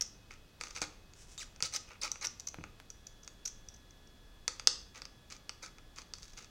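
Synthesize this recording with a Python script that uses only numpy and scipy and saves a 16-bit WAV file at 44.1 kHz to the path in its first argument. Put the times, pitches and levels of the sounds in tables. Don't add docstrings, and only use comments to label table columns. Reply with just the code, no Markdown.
import sys
import numpy as np
from scipy import signal
from scipy.fft import rfft, irfft, next_fast_len
from scipy.io import wavfile

SR = 44100
rng = np.random.default_rng(int(sys.argv[2]) if len(sys.argv) > 2 else 0)


def materialize(psi):
    bounded = np.clip(np.atleast_2d(psi).T, -1, 1)
    quanta = np.round(bounded * 32767).astype(np.int16)
    wavfile.write(sys.argv[1], SR, quanta)


N = 286643
T = np.arange(N) / SR
EDGE_HZ = 16200
SNAP_S = .005


def amp(db):
    return 10 ** (np.asarray(db) / 20)


def evened(x):
    return x / np.sqrt(np.mean(x ** 2) + 1e-20)


def spread(x, seconds):
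    return x * np.sqrt(seconds * SR / (np.sum(x ** 2) + 1e-20))


def read(points, hz):
    f, value = np.transpose(points)
    return np.interp(np.log(hz + 1), np.log(f + 1), value)


def add(mix, s, sound):
    part = mix[max(round(s * SR), 0):][:len(sound)]
    part += sound[:len(part)]


def drift(hz, size):
    length = next_fast_len(size + 1024)
    f = np.fft.rfftfreq(length, 1 / SR)
    spectrum = rfft(rng.standard_normal(length)) * np.exp(-(f / hz) ** 2)
    return evened(irfft(spectrum, length))[:size]


def colour(points, stretch=1, size=1024):
    hz = abs(np.fft.fftfreq(size, 1 / SR)) / stretch
    log_gain = np.log(amp(read(points, hz)))
    return np.fft.ifft(np.exp(np.conj(signal.hilbert(log_gain)))).real[:size // 2]


WHINE_HZ, NEIGHBOUR_HZ = 1696, 2546
WHINE_ON_S, WHINE_RISE_S, WHINE_DB, OCTAVE_DB, NEIGHBOUR_DB = 2.75, 0.38, -77, -71.5, -76.5
WHINE_BEFORE_DB, OCTAVE_FADE_DB_PER_S, NEIGHBOUR_DIP_DB = -7.5, 0.7, -6.5


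def whine(waver=.0013, fuzz=0.12, fuzz_hz=110):
    on = np.clip((T - WHINE_ON_S) / WHINE_RISE_S, 0, 1)
    swell_db = WHINE_BEFORE_DB * (1 - on)
    fade_db = OCTAVE_FADE_DB_PER_S * np.maximum(T - WHINE_ON_S, 0)
    phase = 2 * np.pi * np.cumsum(1 + waver * drift(30, size=N)) / SR
    tone = np.sin(WHINE_HZ * phase)
    octave = np.sin(2 * WHINE_HZ * phase + fuzz * drift(fuzz_hz, size=N))
    octave *= 1 + fuzz * drift(fuzz_hz, size=N)
    neighbour = np.sin(NEIGHBOUR_HZ * phase) * (1 + fuzz * drift(14, size=N))
    out = amp(WHINE_DB + swell_db) * evened(tone)
    out += amp(OCTAVE_DB + swell_db - fade_db) * evened(octave)
    return out + amp(NEIGHBOUR_DB + NEIGHBOUR_DIP_DB * on) * evened(neighbour)


# [f/Hz, level/dB relative]
AIR = [(12, -26.5), (20, 0.93), (113, -12.5), (146, -15.5), (177, -16), (367, -21), (410, -22), (923, -28),
       (1710, -30), (2260, -34.5), (3340, -31), (4060, -31.5), (5680, -34.5), (8890, -43), (16000, -46.5)]
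# [f/Hz, level/dB relative]
WIDTH = [(20, -10.5), (70, -7), (200, -1.5), (700, -0.5), (1500, -8.5), (4000, -19.5), (8000, -12.5),
         (15000, -7.5)]
AIR_DB, WIDTH_DB = -58, -80


def air(spectrum, level_db):
    hz = np.fft.rfftfreq(N, 1 / SR)
    shaped = rfft(rng.standard_normal(N)) * amp(read(spectrum, hz))
    return amp(level_db) * evened(irfft(shaped, N))


# [f/Hz, t60/s, colour of the tail/dB relative]
ROOM = [(199, 0.52, 4), (1200, 0.47, 1), (2230, 0.38, 1.5), (3320, 0.42, 3.5), (5300, 0.37, 0.5),
        (6000, 0.37, 0), (7560, 0.33, 2), (10080, 0.28, 1), (14900, 0.058, -4)]


def room(x, wet_db=-13, table_db=-16, gap_s=0.005):
    size = SR * 3 // 4
    taps = rng.choice([-1., 1.], size) * (rng.random(size) < 1 / 8)
    hz, t, bands = signal.stft(taps, SR, nperseg=256)
    t60, colour_db = (read(np.array(ROOM)[:, [0, k]], hz)[:, None] for k in (1, 2))
    tail = signal.istft(bands * amp(colour_db - 60 * t / t60), SR, nperseg=256)[1]
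    tail *= np.clip(np.arange(len(tail)) / (gap_s * SR) - .5, 0, 1)
    response = amp(wet_db) * tail / np.linalg.norm(tail)
    for s, share in [(.0013, 1), (.0034, -0.89), (.0062, 0.98)]:
        add(response, s, np.array([amp(table_db) * share]))
    return x + signal.oaconvolve(x, response)[:N]


# [f/Hz before a small random shift, spectral peak level/dB relative, t60/s]
WING = [(323.3, -9.5, 0.065), (531, -4.5, .025), (863, -4, .02), (1223, 3, 0.026), (1420, 1, 0.022),
        (1966, -2, 0.004), (2435, 2.5, 0.0045), (2756, -2, 0.006)]


def wing(wander=0.03):
    t = np.arange(2048) / SR
    shift = 1 + wander * rng.standard_normal(len(WING))
    out = np.zeros(len(t))
    for k, (hz, db, t60) in enumerate(WING):
        ring = amp(db - 60 * t / t60) / t60 * np.sin(2 * np.pi * hz * shift[k] * t)
        out += (-1) ** k * ring
    return out


# [f/Hz, spectral peak level/dB relative to the push, t60/s]
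SWAY = [(90, 9, 0.22), (149.4, 6.5, 0.19), (212, -8.5, 0.15), (306, 15.5, 0.48)]
# [t/s, push level/dB, time scale of the contact/s, level of the skin's knock/dB]
BUMPS = [(.819, -26.5, 0.00024, -55), (1.627, -45.5, 0.0014, -45), (2.544, -29, 0.00012, -57),
         (2.586, -36.5, .00079, -53.5), (2.61, -43, 0.0011, -58), (2.642, -54, .00078, -73),
         (2.8009, -33, 0.000079, -86), (4.674, -34, 0.00024, -70)]


def bumps():
    out, t = np.zeros(N), np.arange(SR // 3) / SR
    sway = np.zeros(len(t))
    for hz, db, t60 in SWAY:
        unit_peak = 2 * np.log(1000) / (t60 * SR)
        sway += amp(db - 60 * t / t60) * np.cos(2 * np.pi * hz * t) * unit_peak
    for s, db, contact, knock_db in BUMPS:
        u = t / contact
        push = amp(db) * 2 * u * (2 - u) * np.exp(-u)
        add(out, s, push + signal.fftconvolve(push, sway)[:len(t)])
        add(out, s, amp(knock_db) * spread(wing(), SNAP_S))
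    return out


# [f/Hz, level/dB relative]
FINE = [(800, -9.5), (3000, -5), (4200, -6.5), (5800, 3), (7500, -1.5), (9000, -6.5), (10500, -14),
        (12500, -25), (16000, -26)]
# [start t/s, length/s, top slip rate f/Hz, top level/dB before unevenness]
CREAKS = [(1.151, .125, 701, -57.5), (1.271, .1, 550, -57)]
SLACK_HZ, SLACK_DB = 150, -12


def creak(jitter=0.29, uneven_db=1.5):
    out, wander, uneven = np.zeros(N), drift(150, size=N), rng.standard_normal(N)
    for start, length, top_hz, db in CREAKS:
        force = np.interp(T, [start, start + length / 2, start + length], [0, 1, 0])
        rate = SLACK_HZ * (top_hz / SLACK_HZ) ** force
        turns = np.cumsum(rate * (1 + jitter * wander)) / SR
        slips = np.diff(np.floor(turns), prepend=0) * (force > 0)
        out += slips * amp(db + SLACK_DB * (1 - force) + uneven_db * uneven) / np.sqrt(rate)
    return signal.oaconvolve(out, spread(colour(FINE), 0.85))[:N]


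# [t/s, length of one slip/s, level of the first slip/dB, number of slips]
CHIRPS = [(.009, 0.006, -28, 2), (1.7614, 0.0024, -28.5, 2), (2.116, .0031, -30, 1),
          (2.2487, 0.0048, -33, 2), (2.269, .0033, -31, 1), (2.397, 0.0037, -40.5, 2),
          (2.4695, 0.0081, -37.5, 2), (2.902, 0.0032, -40.5, 1), (3.067, 0.0066, -46, 1),
          (3.231, 0.0075, -54.5, 2), (3.452, .012, -35.5, 2), (3.686, 0.0037, -45, 1),
          (3.738, 0.012, -58, 2), (3.906, 0.0056, -58, 1), (4.072, .005, -60.5, 1)]
BLADE_HZ, STICK_SHARE, SLIP_FADE_DB = 5930, 0.67, -4


def chirps(wobble=.05, rough=0.8, body_db=-17, octave_db=-23):
    out, noise = np.zeros(N), rng.standard_normal(N)
    phase = 2 * np.pi * np.cumsum(BLADE_HZ * (1 + wobble * drift(1292, size=N))) / SR
    ring = np.sin(phase) + amp(octave_db) * np.sin(2 * phase)
    for start, length, db, slips in CHIRPS:
        swell = np.sin(np.pi * np.linspace(0, 1, max(int(length * SR), 32)))
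        for k in range(round(slips)):
            s = start + k * length * (1 + STICK_SHARE)
            gain = amp(db + k * SLIP_FADE_DB) / np.hypot(1, rough)
            span = int(s * SR) + np.arange(len(swell))
            grit = swell * noise[span]
            add(out, s, gain * spread(swell * ring[span], length))
            add(out, s, gain * rough * spread(np.convolve(grit, colour(CRACK)), length))
            add(out, s, gain * amp(body_db) * spread(np.convolve(grit, wing()), length))
    return out


# [start t/s, length/s, first pitch f/Hz and last pitch f/Hz before jitter, level/dB before trim and edges]
SQUEAKS = [(1.376, 0.023, 3790, 3640, -46), (1.403, 0.034, 3210, 1300, -45),
           (1.737, 0.0097, 4210, 4100, -40), (1.76, .01, 4900, 2410, -42), (2.013, .014, 4000, 8300, -40.5)]


def squeaks(edge=0.46, trim_db=-1, jitter=.03, flutter=.35):
    out = np.zeros(N)
    for start, length, first_hz, last_hz, db in SQUEAKS:
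        size = int(length * SR)
        hz = np.geomspace(first_hz, last_hz, size) * (1 + jitter * drift(1200, size=size))
        turns = np.cumsum(hz) / SR
        heights = [amp(read(FINE, k * hz)) / k ** 0.61 * (k * hz < EDGE_HZ) for k in range(1, 8)]
        tone = sum(h * np.sin(2 * np.pi * k * turns) for k, h in enumerate(heights, 1))
        tone /= np.linalg.norm(heights, axis=0) + 1e-9
        tone = evened(tone * (1 + flutter * drift(620, size=size)))
        add(out, start, tone * amp(db + trim_db) * signal.windows.tukey(size, edge))
    return out


# [f/Hz, level/dB relative]
CRACK = [(300, -41.5), (2000, -34), (3200, -15.5), (4300, -8.5), (5300, -0.5), (5950, 1.5), (6600, 0),
         (7800, -10), (9300, -21.5), (11500, -31), (15000, -34.5), (17000, -32)]
# [f/Hz, level/dB relative]
STEEL = [(2900, -8), (3700, -2.5), (4780, 5), (6020, -3), (7750, -3.5)]
STEEL_T60_S = .005


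def snap(db, body_db, hz, run_s=0.0019, run_share=0.17, crack_hz=5600, clean_db=-41.5, steel_db=-5,
         steel_rise_s=.0003):
    t = np.arange(512) / SR
    ragged = min(amp((clean_db - db) / 4), 1)
    tear = ragged * run_share * rng.standard_normal(len(t)) * np.exp(-t / run_s)
    tear[0] = 1
    crack = np.convolve(tear, colour(CRACK, hz / crack_hz))
    steel = sum(amp(level - 60 * t / STEEL_T60_S) * np.cos(2 * np.pi * f * t) for f, level in STEEL)
    steel = steel * (1 - np.exp(-t / steel_rise_s))
    out = amp(db + body_db) * spread(wing(), SNAP_S)
    add(out, 0, amp(db) * spread(crack, SNAP_S))
    add(out, 0, amp(db + steel_db) * spread(steel, SNAP_S))
    return out


# [t/s, level of the crack/dB before trim,
# wing body/dB relative to the crack]
SNAPS = [(0.3089, -62.5, 12.5), (0.6112, -40, 1.5), (0.6367, -44, -.5), (0.6704, -51, 2),
         (.7094, -49.5, -4), (.7628, -43, -5), (.8063, -52, -12), (0.8175, -33, -6.5), (1.136, -56.5, -6),
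         (1.3785, -47, -6.5), (1.5612, -55.5, -5), (1.605, -46.5, 3), (1.625, -27, -13.5),
         (2.157, -52.5, 6), (2.6389, -53, 11.5), (3.277, -43.5, -8), (4.4796, -27.5, -6.5),
         (4.5967, -41, -1.5), (4.673, -16, -14), (5.0189, -44.5, -3.5), (5.0537, -45, -6.5),
         (5.3239, -45.5, -5), (5.494, -38, -3.5), (5.784, -57.5, 3.5), (5.9851, -47, 0), (6.137, -40, -11),
         (6.2308, -48.5, -12)]
UPRIGHT_HZ, SLANTED_HZ, REGRIP_S = 5610, 5070, 4.55


def snaps(trim_db=-0.88):
    out = np.zeros(N)
    for s, db, body in SNAPS:
        hz = UPRIGHT_HZ if s < REGRIP_S else SLANTED_HZ
        add(out, s, snap(db + trim_db, body, hz))
    return out


POPS_PER_S, POP_DB, POP_SCATTER_DB, POP_BODY_DB = 36, -54, 2.5, -6.5
ORDINARY_DB, POP_FOLLOWS = -52, 0.47


def pops():
    out = np.zeros(N)
    for start, length, db, *_ in STROKES:
        count = max(round(length * POPS_PER_S), 1)
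        for k in range(count):
            pop_db = POP_DB + POP_FOLLOWS * (db - ORDINARY_DB) + POP_SCATTER_DB * rng.standard_normal()
            s = start + length * (k + rng.random()) / count
            add(out, s, snap(pop_db, POP_BODY_DB, UPRIGHT_HZ))
    return out


# [f/Hz, level/dB relative]
CRUNCH = [(500, -25), (2800, -10), (3800, -1.5), (4900, -0.5), (6300, 3.5), (7300, -5), (8400, -13.5),
          (10200, -16), (11700, -32), (15000, -18), (17000, -28)]


def squeal(per_s=1100, grain_s=0.00377, glide=0.136, count=40):
    out, u = np.zeros(N), np.linspace(-1, 1, max(int(grain_s * SR), 32))
    for hz in np.linspace(3500, 11000, count):
        pitch = hz * (1 + glide * rng.standard_normal() * u)
        grain = amp(read(CRUNCH, hz)) * np.sin(2 * np.pi * np.cumsum(pitch) / SR) * np.hanning(len(u))
        for s, size in rng.random((int(per_s * T[-1] / count), 2)):
            add(out, s * T[-1], size * grain)
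    return out


# [start t/s, length/s, top level/dB, place of the top 0-1,
# wing body/dB relative to the top level, before trim]
STROKES = [(0.304, 0.063, -59.5, 0, 6.5), (0.597, 0.16, -54, 0.13, -0.5), (0.752, 0.047, -45.5, 0.4, 0.5),
           (0.813, 0.04, -38, 0.29, 0), (1.383, .065, -47.5, 0.28, -8), (1.624, .056, -36.5, 0.43, -8.5),
           (1.723, .055, -37.5, 0.58, -6.5), (1.872, .09, -64.5, 0.42, 12.5), (2.016, 0.066, -37, 0.33, -2),
           (2.211, .056, -39.5, .62, -1), (4.944, .06, -54, 0.4, 3), (5.299, 0.072, -53.5, 0.2, -0.5),
           (5.621, .065, -48, 0.13, -0.5), (5.958, 0.069, -52.5, 0.37, -1.5),
           (6.149, 0.24, -60.5, 0.38, -13), (6.367, 0.092, -53, 0.07, -1.5)]
STROKE_RISE_DB, STROKE_FALL_DB = 11.5, 14


def strokes(cells_per_s=3600, firm_db=-40, squeal_db=-36, edge=0.051, body_trim_db=-1):
    out, rubbing = np.zeros(N), squeal()
    size_db = 3.6 * np.minimum(rng.exponential(1, N), 3.3) + 1.8 * drift(150, size=N)
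    cells, chance = rng.choice([-1, 1], N) * amp(size_db), rng.random(N)
    for start, length, db, top, body in STROKES:
        span = slice(int(start * SR), int((start + length) * SR))
        u = np.linspace(0, 1, len(cells[span]))
        swell = amp(np.interp(u, [0, np.clip(top, 0, 1), 1], [-STROKE_RISE_DB, 0, -STROKE_FALL_DB]))
        swell *= signal.windows.tukey(len(u), edge)
        breaks = chance[span] < cells_per_s * amp((db - firm_db) / 2) / SR
        burst = swell * cells[span] * breaks
        full_s = np.sum(swell ** 2) / SR
        share = min(amp(db - squeal_db), .7)
        crunch = spread(signal.fftconvolve(burst, colour(CRUNCH)), full_s)
        body_ring = spread(signal.fftconvolve(burst, wing()), full_s)
        add(out, start, amp(db) * np.sqrt(1 - share) * crunch)
        add(out, start, amp(db) * np.sqrt(share) * spread(swell * rubbing[span], full_s))
        add(out, start, amp(db + body + body_trim_db) * body_ring)
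    return out


def scene():
    floor, side = air(AIR, AIR_DB) + whine(), air(WIDTH, WIDTH_DB)
    work = bumps() + creak() + chirps() + squeaks() + snaps() + pops() + strokes()
    mono = floor + room(work)
    return np.array([mono + side, mono - side])


def record(dry):
    low_pass = signal.firwin(511, EDGE_HZ, window=("kaiser", 9), fs=SR)
    return signal.oaconvolve(np.clip(dry, -1, 1), low_pass[None], "same")


dry = scene()
out = record(dry)
materialize(out)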